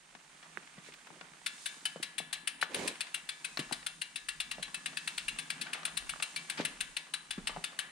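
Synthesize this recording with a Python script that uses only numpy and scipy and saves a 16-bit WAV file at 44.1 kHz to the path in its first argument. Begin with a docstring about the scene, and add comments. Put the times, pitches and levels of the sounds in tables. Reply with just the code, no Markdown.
"""A road bike is wheeled by hand along a paved path between brick walls; the tyres crunch faintly over a quiet hiss.
First come knocks, scuffs and clicks, damped tones and noise bursts, and two faint brushes of fluttering noise.
From 1.5 s the freehub ticks, each tick noise bursts with ringing spoke modes. At 2.6 s a sharp click falls, then
a stronger brush, and from 2.7 s low gusts of air. The ticks quicken until about 5.2 s, then slow;
a hard knock falls at 6.6 s. The walls add a short scattered tail throughout."""
import sys
import numpy as np
from scipy import signal
from scipy.fft import rfft, irfft, next_fast_len
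from scipy.io import wavfile

SR = 44100
rng = np.random.default_rng(int(sys.argv[2]) if len(sys.argv) > 2 else 0)


def output_pcm(signal):
    """Save a mono or channel-first signal as 16-bit PCM at the path in sys.argv[1].

    Samples are clipped to [-1, 1] before scaling.
    """
    pcm = np.clip(np.atleast_2d(signal).T, -1, 1) * 32767
    wavfile.write(sys.argv[1], SR, np.round(pcm).astype(np.int16))


N = 348831

# spectra: (frequency [Hz], relative density [dB])
# arrival at the two ports: (frequency [Hz], likeness [0-1], left re right [dB], phase lead of left [rad])
PORTS_FROM_AROUND = [(40, .2, -3, 0), (140, .93, -1, 0), (350, .92, -1, 0), (750, .5, 1.5, .2),
                     (1500, .25, 3.5, -1), (3000, .55, 2.5, -.6), (6500, .2, 2.5, .5), (12000, .2, 3, 0)]
PORTS_FROM_HUB = [(400, .9, 2, 0), (1650, .82, 7.5, -1.5), (2700, .87, 6, -.75), (3900, .88, 6, -.1),
                  (6500, .4, 6, 1.2), (9000, .45, 8.5, 2.7), (14000, .4, 10, 1.5)]

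# walking level, sets tyre grit, jolts and snaps: (time [s], level [dB])
WALK_LEVEL = [(0.0, -63), (0.57, -58), (2.53, -59.5), (2.77, -52.5), (3.33, -58.5), (3.7, -59.5),
              (3.99, -63.5), (5.79, -52.5), (5.99, -57), (6.74, -54), (6.98, -61), (7.38, -61),
              (7.53, -57.5), (7.91, -55)]
# quiet high hiss: (time [s], level [dB])
HISS_LEVEL = [(0.0, -66), (0.51, -62.5), (1.39, -63), (1.63, -53.5), (2.42, -72), (2.91, -59.5),
              (3.26, -62), (3.59, -57), (4.08, -62.5), (4.95, -58), (5.07, -55), (5.29, -55.5), (5.7, -61),
              (6.28, -55), (6.85, -60), (7.2, -63.5), (7.58, -59), (7.91, -65.5)]
# handling murmur: (time [s], level [dB])
MURMUR_LEVEL = [(0.0, -75.5), (0.46, -71), (2.69, -70.5), (2.77, -65), (3.21, -72.5), (3.85, -69.5),
                (4.25, -72), (4.58, -62.5), (5.86, -63), (6.43, -67), (6.61, -59), (7.16, -74), (7.62, -65),
                (7.91, -69)]
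# balance of grit and hiss: (time [s], left re right [dB])
WALK_BALANCE = [(0, -6.5), (1.3, -7), (1.55, -5.5), (7.9, -3.5)]
# air pushed over the ports by strides: (start [s], length [s], rumble [dB])
GUSTS = [(2.7, .3, -78), (3.4, 0.64, -74), (4.1, 0.74, -69.5), (5.147, .3, -66), (5.847, .42, -63),
         (6.598, 0.43, -68), (7.25, .42, -61)]
# walking spectra: (frequency [Hz], relative density [dB])
GRIT_SPECTRUM = [(150, -39), (300, -5.5), (480, -9.5), (650, -6.5), (860, -2.5), (1400, -1.5), (1780, -0.5),
                 (2200, -1.5), (3200, -5), (5500, -28), (9000, -50)]
HISS_SPECTRUM = [(2060, -35), (3500, 2), (4080, 1), (5390, 0), (6490, 2), (9620, 2), (10100, -8),
                 (11300, -17.5), (13300, -20), (14400, -22), (16000, -54)]
MURMUR_SPECTRUM = [(50, -44), (110, -61), (135, -5.5), (158, 7), (190, -2), (245, 0.5), (300, -4),
                   (390, -13.5), (480, -16), (800, -42), (2000, -70)]
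RUMBLE_SPECTRUM = [(15, -28), (32, -10), (46, -11.5), (62, -24), (100, -32), (160, -35), (500, -80)]
GRIT_DB, MURMUR_DB, HISS_DB = -2.5, 1.5, -1   # re the level tables
GUST_POWER, STILL_AIR_DB = 1.5, -83.5   # arch exponent; rumble between gusts

# sleeve and leaves brushing past: (start [s], length [s], rub [dB], swish [dB])
BRUSHES = [(.82, 0.098, -69, -55.5), (1.058, .15, -60.5, -70), (2.672, 0.29, -41, -45.5)]
# brush spectra: (frequency [Hz], relative density [dB])
RUB_SPECTRUM = [(35, -40), (70, -25), (150, -11), (230, -1.5), (370, -2), (560, -4), (780, -13), (1000, -8),
                (1500, -28), (3000, -55)]
SWISH_SPECTRUM = [(710, -37), (1200, -7), (1600, -3), (2240, 3), (3070, -3.5), (4360, -4.5), (4890, -7),
                  (9420, -8), (15000, -39)]
BRUSH_POWER = 1.64   # arch exponent

# shoe and tyre scuffs: (time [s], level [dB], centre [Hz], t60 [s])
SCUFFS = [(0.15, -48, 1600, 0.026), (.427, -51.5, 1500, 0.1), (.673, -50.5, 1800, 0.025),
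          (0.835, -67, 2000, 1), (1.21, -43, 1460, 0.03), (3.068, -47, 1980, .058),
          (3.61, -48.5, 1520, 0.18), (3.828, -43, 1510, 0.027), (4.679, -49.5, 1185, .058),
          (4.929, -48.5, 1300, 0.086), (5.659, -47, 1630, 0.27), (5.745, -44, 1470, .25),
          (5.831, -40.5, 1660, 0.023), (5.879, -43.5, 1600, 0.061), (6.199, -39, 1480, 0.042),
          (6.574, -38.5, 2150, 0.26), (6.607, -37.5, 3160, 0.1), (7.493, -42, 1090, 0.055)]
# loose grit; dB re the walking level
SNAPS_PER_S, SNAP_DB, SNAP_RANGE_HZ, SNAP_T60_S = 4, 6, (1000, 2000), 0.026
SMALL_SPREAD_DB = 3.5   # jolts and snaps vary by plus or minus this

# levers and fittings: (time [s], level [dB], pitch [Hz], t60 [s], left re right [dB], rattle re contact [dB])
CLICKS = [(0.5731, -29.5, 1700, 0.0029, -20, -28), (.937, -46, 2190, 0.0022, -5, -3.5),
          (1.069, -52, 1350, 0.0043, -1, 2.5), (2.627, -14, 1580, 0.0041, 7.5, -19),
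          (3.5727, -31, 1770, 0.0031, 6, -6), (3.573, -21.5, 4200, 0.0057, 3, -31),
          (6.137, -38, 1300, 0.0073, -22, -25), (6.16, -39.5, 1110, 0.0038, -17, -14)]

# bike knocks and footfalls: (time [s], level [dB], pitch [Hz], left re right [dB])
KNOCKS = [(.151, -38.5, 750, 9), (.574, -38.5, 380, -4), (.78, -43, 172, 2), (.887, -40.5, 437, 4),
          (1.104, -38.5, 810, 9), (1.212, -38.5, 760, 9), (1.96, -29, 495, 3), (2, -38, 307, -5),
          (2.202, -31.5, 700, 13), (2.629, -29.5, 664, 0), (3.573, -30, 694, 6), (3.592, -25.5, 275, 0),
          (3.607, -38, 170, 3), (3.7119, -28, 810, 12), (3.72, -34, 268, -3), (4.583, -33.5, 590, -6),
          (4.596, -36, 613, -5), (6.59, -32.5, 330, 2), (6.5987, -19, 543, 2), (6.599, -22.5, 258, -1),
          (7.379, -28.5, 204, 0.5), (7.496, -35, 497, -5), (7.563, -27, 710, 7), (7.57, -27, 730, -3)]
# frame shudder: (frequency [Hz], relative density [dB])
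FRAME_SPECTRUM = [(50, -29), (115, -37), (160, 15), (200, 7.5), (245, 4), (310, -6), (388, 4), (470, 1.5),
                  (559, -8), (660, -3.5), (1100, -4), (1800, -6.5), (5000, -22.5), (12000, -58)]
KNOCK_T60_CYCLES = 7.8
# re a knock at SHUDDER_REF_HZ; lighter, higher knocks shake the frame less
SHUDDER_DB, SHUDDER_REF_HZ, SHUDDER_DB_PER_OCTAVE = -16.5, 397, -3
TUBE_HZ, TUBE_T60_S, TUBE_DB = 164, 0.23, -6.5   # lowest frame mode; dB re the shudder
# uneven slabs; dB re the walking level
JOLTS_PER_S, JOLT_DB, JOLT_RANGE_HZ = 2.1, 5, (201, 625)

# pawl drops: (time [s], level [dB], strongest ring [Hz], ring re level [dB])
TICKS = [(1.4616, -28.5, 2560, -7.5), (1.6586, -29.5, 3600, 4.5), (1.854, -30, 3030, 6.5),
         (2.0267, -30, 4014, -4), (2.1813, -30, 3470, 0), (2.3277, -28, 4050, -1.5),
         (2.473, -30.5, 2600, -1), (2.613, -30, 2760, -12), (2.744, -31, 3950, 0),
         (2.8756, -30.0, 4050, -6.5), (3.0068, -32, 3460, -11), (3.1421, -30, 2790, 1),
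         (3.2896, -31, 3490, 2.5), (3.4451, -31.5, 2530, 4), (3.5911, -30, 2773, 1),
         (3.724, -30.5, 3920, -2), (3.864, -32, 3120, -2), (4.0145, -30.5, 2820, -1.5),
         (4.158, -31, 3760, -2), (4.2852, -30.0, 2743, 0.5), (4.4017, -29, 2775, -0.5),
         (4.5113, -29, 2770, -3), (4.6246, -30, 3220, -0.5), (4.7436, -32.0, 2623, 3.5),
         (4.8589, -31, 2400, -2.5), (4.97, -31.5, 2627, 5), (5.0741, -29.5, 2615, -4),
         (5.178, -29.5, 2860, -3.5), (5.2812, -29, 2776, 2.5), (5.3861, -30, 2870, -5),
         (5.501, -30, 2310, -4), (5.612, -30, 4090, -8), (5.7309, -30.5, 2550, -6),
         (5.8522, -29.5, 3490, -2), (5.9699, -28, 4020, -8), (6.0926, -31, 2860, -1),
         (6.2237, -27.5, 2720, 1), (6.3612, -29.5, 2335, 2), (6.4987, -29.5, 2710, -1),
         (6.6499, -28, 2790, -3), (6.8059, -29, 2600, -11), (6.9657, -30.5, 3630, -6),
         (7.1369, -29.5, 3970, 0), (7.3074, -28, 3485, -3), (7.4712, -28.5, 2950, -4),
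         (7.6399, -30, 3640, 3.5), (7.7883, -29, 3056, -4)]
# hub regions: (level re tick [dB], t60 [s], spectrum as (frequency [Hz], relative density [dB]))
HUB_REGIONS = [(-11.5, 0.037, [(250, -84), (700, -11.5), (1200, -6.5), (1650, 4), (2100, 3), (2600, -10.5),
               (4000, -73)]), (-6.5, 0.034, [(1200, -19), (1900, -25.5), (2300, -3), (2650, 5), (3100, 0),
               (3600, -19), (6000, -76)]), (-8, 0.05, [(2000, -64), (3000, -24), (3450, 2), (4050, -2.5),
               (4450, 0.5), (5150, -7), (5900, -14.5), (8000, -38)]), (-8, 0.049, [(4000, -58), (6000, -13),
               (7000, -9), (8300, 0), (9700, 3.5), (10300, -6.5), (11200, -23.5), (14500, -21),
               (16500, -53)])]
# modes of spokes and brake disc: (frequency [Hz], level [dB], t60 [s])
WHEEL_MODES = [(1045, -21, 0.44), (1624, -1, .12), (1710, -8, 0.41), (1980, -22, .15), (2245, -6, .2),
               (2300, -10, 0.41), (2656, -6.5, 0.2), (2720, -5.5, 0.26), (2770, -16, 0.12),
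               (3060, -9.5, 0.4), (3310, -12, 0.16), (3438, -4.5, 0.22), (3670, -9, 0.11),
               (3870, -15, 0.096), (3996, 6, 0.09), (4070, -10, 0.24), (4500, -28, 0.1), (5660, -19, 0.17)]
# blur of all the other spokes: (frequency [Hz], relative density [dB])
SPOKE_SPECTRUM = [(600, -36), (1300, -21), (1750, -8.5), (2700, -4.5), (4050, -6.5), (4500, -17),
                  (5200, -14), (6200, -16), (9000, -39)]
# treble of ticks and modes as the body shades the hub: (time [s], level [dB])
FACING_LEVEL = [(1.4, 0), (2.5, 3), (3.1, 0.5), (4.8, -2), (5.6, 0), (7.9, -1)]
SHADE_HZ = 4600   # shading acts above this
TICK_SWELL_S = 0.0049   # a pawl drop spreads through the wheel
RING_T60_S = 0.049   # strongest ring, in the hub
LINGER_DB, LINGER_T60_S = -17, 0.24   # its remainder in the spokes; dB re the ring
REGION_SPREAD_DB = 1.5   # random level spread of each hub region from tick to tick
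TICK_HIGHPASS_HZ = 670

YARD_T60_S, SWELL_POWER = 0.5, 0.25   # SWELL_POWER shapes every burst onset
CUTOFF_HZ = 16400


def from_db(db):
    """Decibels to gain."""
    return 10 ** (np.asarray(db) / 20)


def rms_one(x):
    """Scale to rms 1."""
    return x / np.sqrt(np.mean(x ** 2) + 1e-20)


def in_time(rows):
    """Gain curve of a (time [s], level [dB]) table."""
    s, db = np.transpose(rows)
    return from_db(np.interp(np.arange(N) / SR, s, db))


def at_hz(rows, hz):
    """Table columns interpolated on a log-frequency axis."""
    f, *columns = np.transpose(rows)
    return [np.interp(np.log(hz + 1e-3), np.log(f), c) for c in columns]


def panned(db):
    """Left and right gains for a left-re-right level in dB."""
    return from_db(np.array([[db], [-db]]) / 2)


def add(out, s, sound):
    """Mix a sound in at s seconds."""
    i = max(round(s * SR), 0)
    out[:, i:i + sound.shape[1]] += sound[:, :N - i]


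def noise(spectrum, ports, size=N):
    """Coloured stereo noise with the ports' coherence, balance and phase; the mid has rms 1."""
    n = next_fast_len(size)
    hz = np.arange(n // 2 + 1) * SR / n
    alike, side_db, phase = at_hz(ports, hz)
    alike = np.clip(alike, 0, 1)
    gain = from_db(at_hz(spectrum, hz)[0])
    left, own = rfft(rng.standard_normal((2, n))) * gain
    right = (alike * left + np.sqrt(1 - alike ** 2) * own) * np.exp(-1j * phase)
    balanced = np.array([left * from_db(side_db / 2), right * from_db(-side_db / 2)])
    pair = irfft(balanced, n)[:, :size]
    return pair / pair.mean(axis=0).std()


def hump(hz, slope_db):
    """Spectrum with a rounded peak at hz, approaching slope_db per octave on both sides."""
    return [(hz * 2. ** k, -slope_db * (np.hypot(k, .5) - .5)) for k in range(-6, 6)]


def dying(t, t60):
    """Exponential decay, 60 dB in t60 seconds."""
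    return from_db(-60 * t / t60)


def ring(t, hz, t60, phase=0):
    """One damped mode."""
    return np.sin(2 * np.pi * hz * t + phase) * dying(t, t60)


def burst(t, swell_s, t60, hold_s=0):
    """Envelope that swells, holds, then decays."""
    swell = np.minimum(t / swell_s, 1) ** SWELL_POWER
    return swell * dying(np.maximum(t - swell_s - hold_s, 0), t60)


def arch(start, length, power):
    """Smooth rise and fall between zero and one."""
    progress = np.clip((np.arange(N) / SR - start) / length, 0, 1)
    return np.sin(np.pi * progress) ** power


def grains(per_s, spread_db, grain_s, size=N):
    """Envelope of many small contacts at random; rms 1."""
    strength = from_db(spread_db * np.minimum(rng.exponential(1, size), 4))
    hits = strength * (rng.random(size) < per_s / SR)
    energy = signal.lfilter([1], [1, -np.exp(-1 / (grain_s * SR))], hits ** 2 + 1e-12)
    return rms_one(np.sqrt(energy))


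def underfoot(per_s, db, range_hz):
    """Small events at random times, scaled by the walking level: rows (time [s], level [dB], pitch [Hz])."""
    count = max(round(per_s * N / SR), 1)
    when, strength, pitch = rng.random((count, 3)).T
    s = when * N / SR
    low, high = range_hz
    level = np.interp(s, *np.transpose(WALK_LEVEL)) + db + SMALL_SPREAD_DB * (2 * strength - 1)
    return list(zip(s, level, low * (high / low) ** pitch))


def yard(x):
    """Brick walls and paving return a short, scattered tail: convolution with decaying noise."""
    t = np.arange(SR // 2) / SR
    # (frequency [Hz], relative density [dB])
    walls = [(100, 9.0), (1000, 10.0), (3500, -3.5), (6000, 1.5), (10000, -1.5), (16000, -4.0)]
    tail = noise(walls, PORTS_FROM_AROUND, size=len(t)) * burst(t, swell_s=0.0027, t60=YARD_T60_S)
    tail /= np.sqrt(np.sum(tail ** 2) / 2)
    return signal.fftconvolve(x.mean(axis=0)[None], tail, axes=1)[:, :N]


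def walking():
    """Tyre grit, quiet high hiss, handling murmur and air rumble as level-driven coloured noise."""
    grit = in_time(WALK_LEVEL) * noise(GRIT_SPECTRUM, PORTS_FROM_AROUND)
    grit *= grains(per_s=1200, spread_db=2.5, grain_s=0.0024)
    hiss = in_time(HISS_LEVEL) * noise(HISS_SPECTRUM, PORTS_FROM_AROUND)
    left_over_right = in_time(WALK_BALANCE)
    out = from_db(GRIT_DB) * grit + from_db(HISS_DB) * hiss
    out *= np.sqrt([left_over_right, 1 / left_over_right])
    murmur = in_time(MURMUR_LEVEL) * noise(MURMUR_SPECTRUM, PORTS_FROM_AROUND)
    murmur *= grains(per_s=140, spread_db=2.8, grain_s=0.018)
    air = from_db(STILL_AIR_DB) + sum(from_db(db) * arch(s, length, GUST_POWER) for s, length, db in GUSTS)
    return out + from_db(MURMUR_DB) * murmur + air * noise(RUMBLE_SPECTRUM, PORTS_FROM_AROUND)


def brush():
    """Fluttering rub with a coarse swish above it, weighted to the right."""
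    rub_level, swish_level = np.zeros((2, N))
    for s, length, rub_db, swish_db in BRUSHES:
        stroke = arch(s, length, BRUSH_POWER)
        rub_level += from_db(rub_db) * stroke
        swish_level += from_db(swish_db) * stroke
    rub = rub_level * noise(RUB_SPECTRUM, PORTS_FROM_AROUND)
    rub *= grains(per_s=590, spread_db=1.2, grain_s=0.0046)
    swish = swish_level * noise(SWISH_SPECTRUM, PORTS_FROM_AROUND)
    swish *= grains(per_s=800, spread_db=1.0, grain_s=0.0038)
    return rub * panned(-2.5) + swish * panned(-9)


def scuffs():
    """Soles drag over gritty slabs and loose grains snap: grainy noise bursts."""
    out, t = np.zeros((2, N)), np.arange(SR // 3) / SR
    snaps = [(s, db, hz, SNAP_T60_S) for s, db, hz in underfoot(SNAPS_PER_S, SNAP_DB, SNAP_RANGE_HZ)]
    for s, db, hz, t60 in SCUFFS + snaps:
        scrape = noise(hump(hz, slope_db=8.0), PORTS_FROM_AROUND, size=len(t))
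        add(out, s, from_db(db) * scrape * burst(t, swell_s=0.0024, t60=t60))
    crunch = out * grains(per_s=1400, spread_db=-1.5, grain_s=0.0042)
    # scuffs and snaps are softened above 5.2 kHz
    return signal.sosfilt(signal.butter(2, 5200, fs=SR, output="sos"), crunch)


def clicks():
    """Hard contact of a few cycles with a brief noise rattle behind it."""
    out, t = np.zeros((2, N)), np.arange(SR // 5) / SR
    for s, db, hz, t60, side_db, rattle_db in CLICKS:
        rattle = noise(hump(hz, slope_db=12), PORTS_FROM_AROUND, size=len(t))
        rattle *= burst(t, swell_s=0.0036, t60=0.044)
        contact = ring(t, hz, t60) * np.minimum(t * hz, 1)
        contact /= abs(contact).max()
        add(out, s, from_db(db) * panned(side_db) * (contact + from_db(rattle_db) * rattle))
    return out


def knocks():
    """Small noise crack and damped thud, with a short shudder of the frame."""
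    out, t = np.zeros((2, N)), np.arange(SR // 3) / SR
    jolts = [(s, db, hz, 0) for s, db, hz in underfoot(JOLTS_PER_S, JOLT_DB, JOLT_RANGE_HZ)]
    for s, db, hz, side_db in KNOCKS + jolts:
        crack = noise(hump(1400, slope_db=17.0), PORTS_FROM_AROUND, size=len(t)) * dying(t, t60=0.0075)
        shudder = noise(FRAME_SPECTRUM, PORTS_FROM_AROUND, size=len(t)) * burst(t, swell_s=0.0015, t60=0.11)
        tube = ring(t, TUBE_HZ, TUBE_T60_S, rng.uniform(0, 2 * np.pi)) * (1 - np.exp(-t * TUBE_HZ))
        shudder += from_db(TUBE_DB) * tube
        shudder_db = SHUDDER_DB + SHUDDER_DB_PER_OCTAVE * np.log2(hz / SHUDDER_REF_HZ)
        motion = ring(t, hz, KNOCK_T60_CYCLES / hz) * (1 - np.exp(-t * hz * 4))
        # pressure follows the rate of motion
        thud = np.gradient(motion) * SR / (2 * np.pi * hz)
        knock = thud + from_db(-28) * crack + from_db(shudder_db) * shudder
        add(out, s, from_db(db) * panned(side_db) * knock)
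    # little deep bass
    return signal.sosfilt(signal.butter(3, 108, "high", fs=SR, output="sos"), out)


def shaded(x):
    """Treble level follows the hub moving in and out behind the body."""
    low = signal.sosfilt(signal.butter(1, SHADE_HZ, fs=SR, output="sos"), x)
    return low + in_time(FACING_LEVEL) * (x - low)


def wheel_mode(t, hz, t60):
    """Damped wheel mode with the hub's balance and phase at the two ports."""
    _, side_db, lead = at_hz(PORTS_FROM_HUB, hz)
    phase = rng.uniform(0, 2 * np.pi) + np.array([[lead], [0]])
    return panned(side_db) * ring(t, hz, t60, phase)


def freehub():
    """Each pawl drop spreads through hub and rim in a few ms; wheel modes ring on, varying per tick."""
    out, t = np.zeros((2, N)), np.arange(SR // 2) / SR
    early = t[:SR // 5]
    for s, db, ring_hz, ring_db in TICKS:
        start = s - .0005   # each burst starts half a millisecond before its listed time
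        # pawls land unevenly and bounce
        bounces = grains(per_s=1500, spread_db=0.04, grain_s=0.001, size=len(early))
        for region_db, t60, spectrum in HUB_REGIONS:
            envelope = burst(early, TICK_SWELL_S, t60, hold_s=0.00029) * bounces
            body = noise(spectrum, PORTS_FROM_HUB, size=len(early)) * envelope
            add(out, start, from_db(db + region_db + REGION_SPREAD_DB * rng.normal()) * body)
        blur = noise(SPOKE_SPECTRUM, PORTS_FROM_HUB, size=len(early)) * burst(early, swell_s=0.013, t60=0.15)
        add(out, start, from_db(db - 16.0) * blur)
        tones = np.zeros((2, len(t)))
        for hz, mode_db, t60 in WHEEL_MODES:
            gain = from_db(mode_db + 2.84 * rng.normal())
            detuned_hz = hz * (1 + 0.0023 * rng.normal())   # no two spokes are quite in tune
            tones += gain * wheel_mode(t, detuned_hz, t60)
        strongest = wheel_mode(t, ring_hz, RING_T60_S)
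        strongest += from_db(LINGER_DB) * wheel_mode(t, ring_hz, LINGER_T60_S)
        wheel = from_db(ring_db) * strongest + from_db(-17.0) * tones
        add(out, start, from_db(db) * wheel * np.minimum(t / TICK_SWELL_S, 1))
    return signal.sosfilt(signal.butter(2, TICK_HIGHPASS_HZ, "high", fs=SR, output="sos"), out)


def scene():
    """Wheel and feet fill the walled yard; knocks and clicks are close and nearly dry."""
    ground = shaded(freehub()) + scuffs()
    close = knocks() + clicks()
    echo = from_db(-9) * yard(ground + from_db(-10.0) * close)
    return ground + close + echo + brush() + walking()


def record(dry):
    """Steep elliptic low-pass."""
    return signal.sosfilt(signal.ellip(10, .1, 80, CUTOFF_HZ, fs=SR, output="sos"), dry)


dry = scene()
out = record(dry)
output_pcm(out)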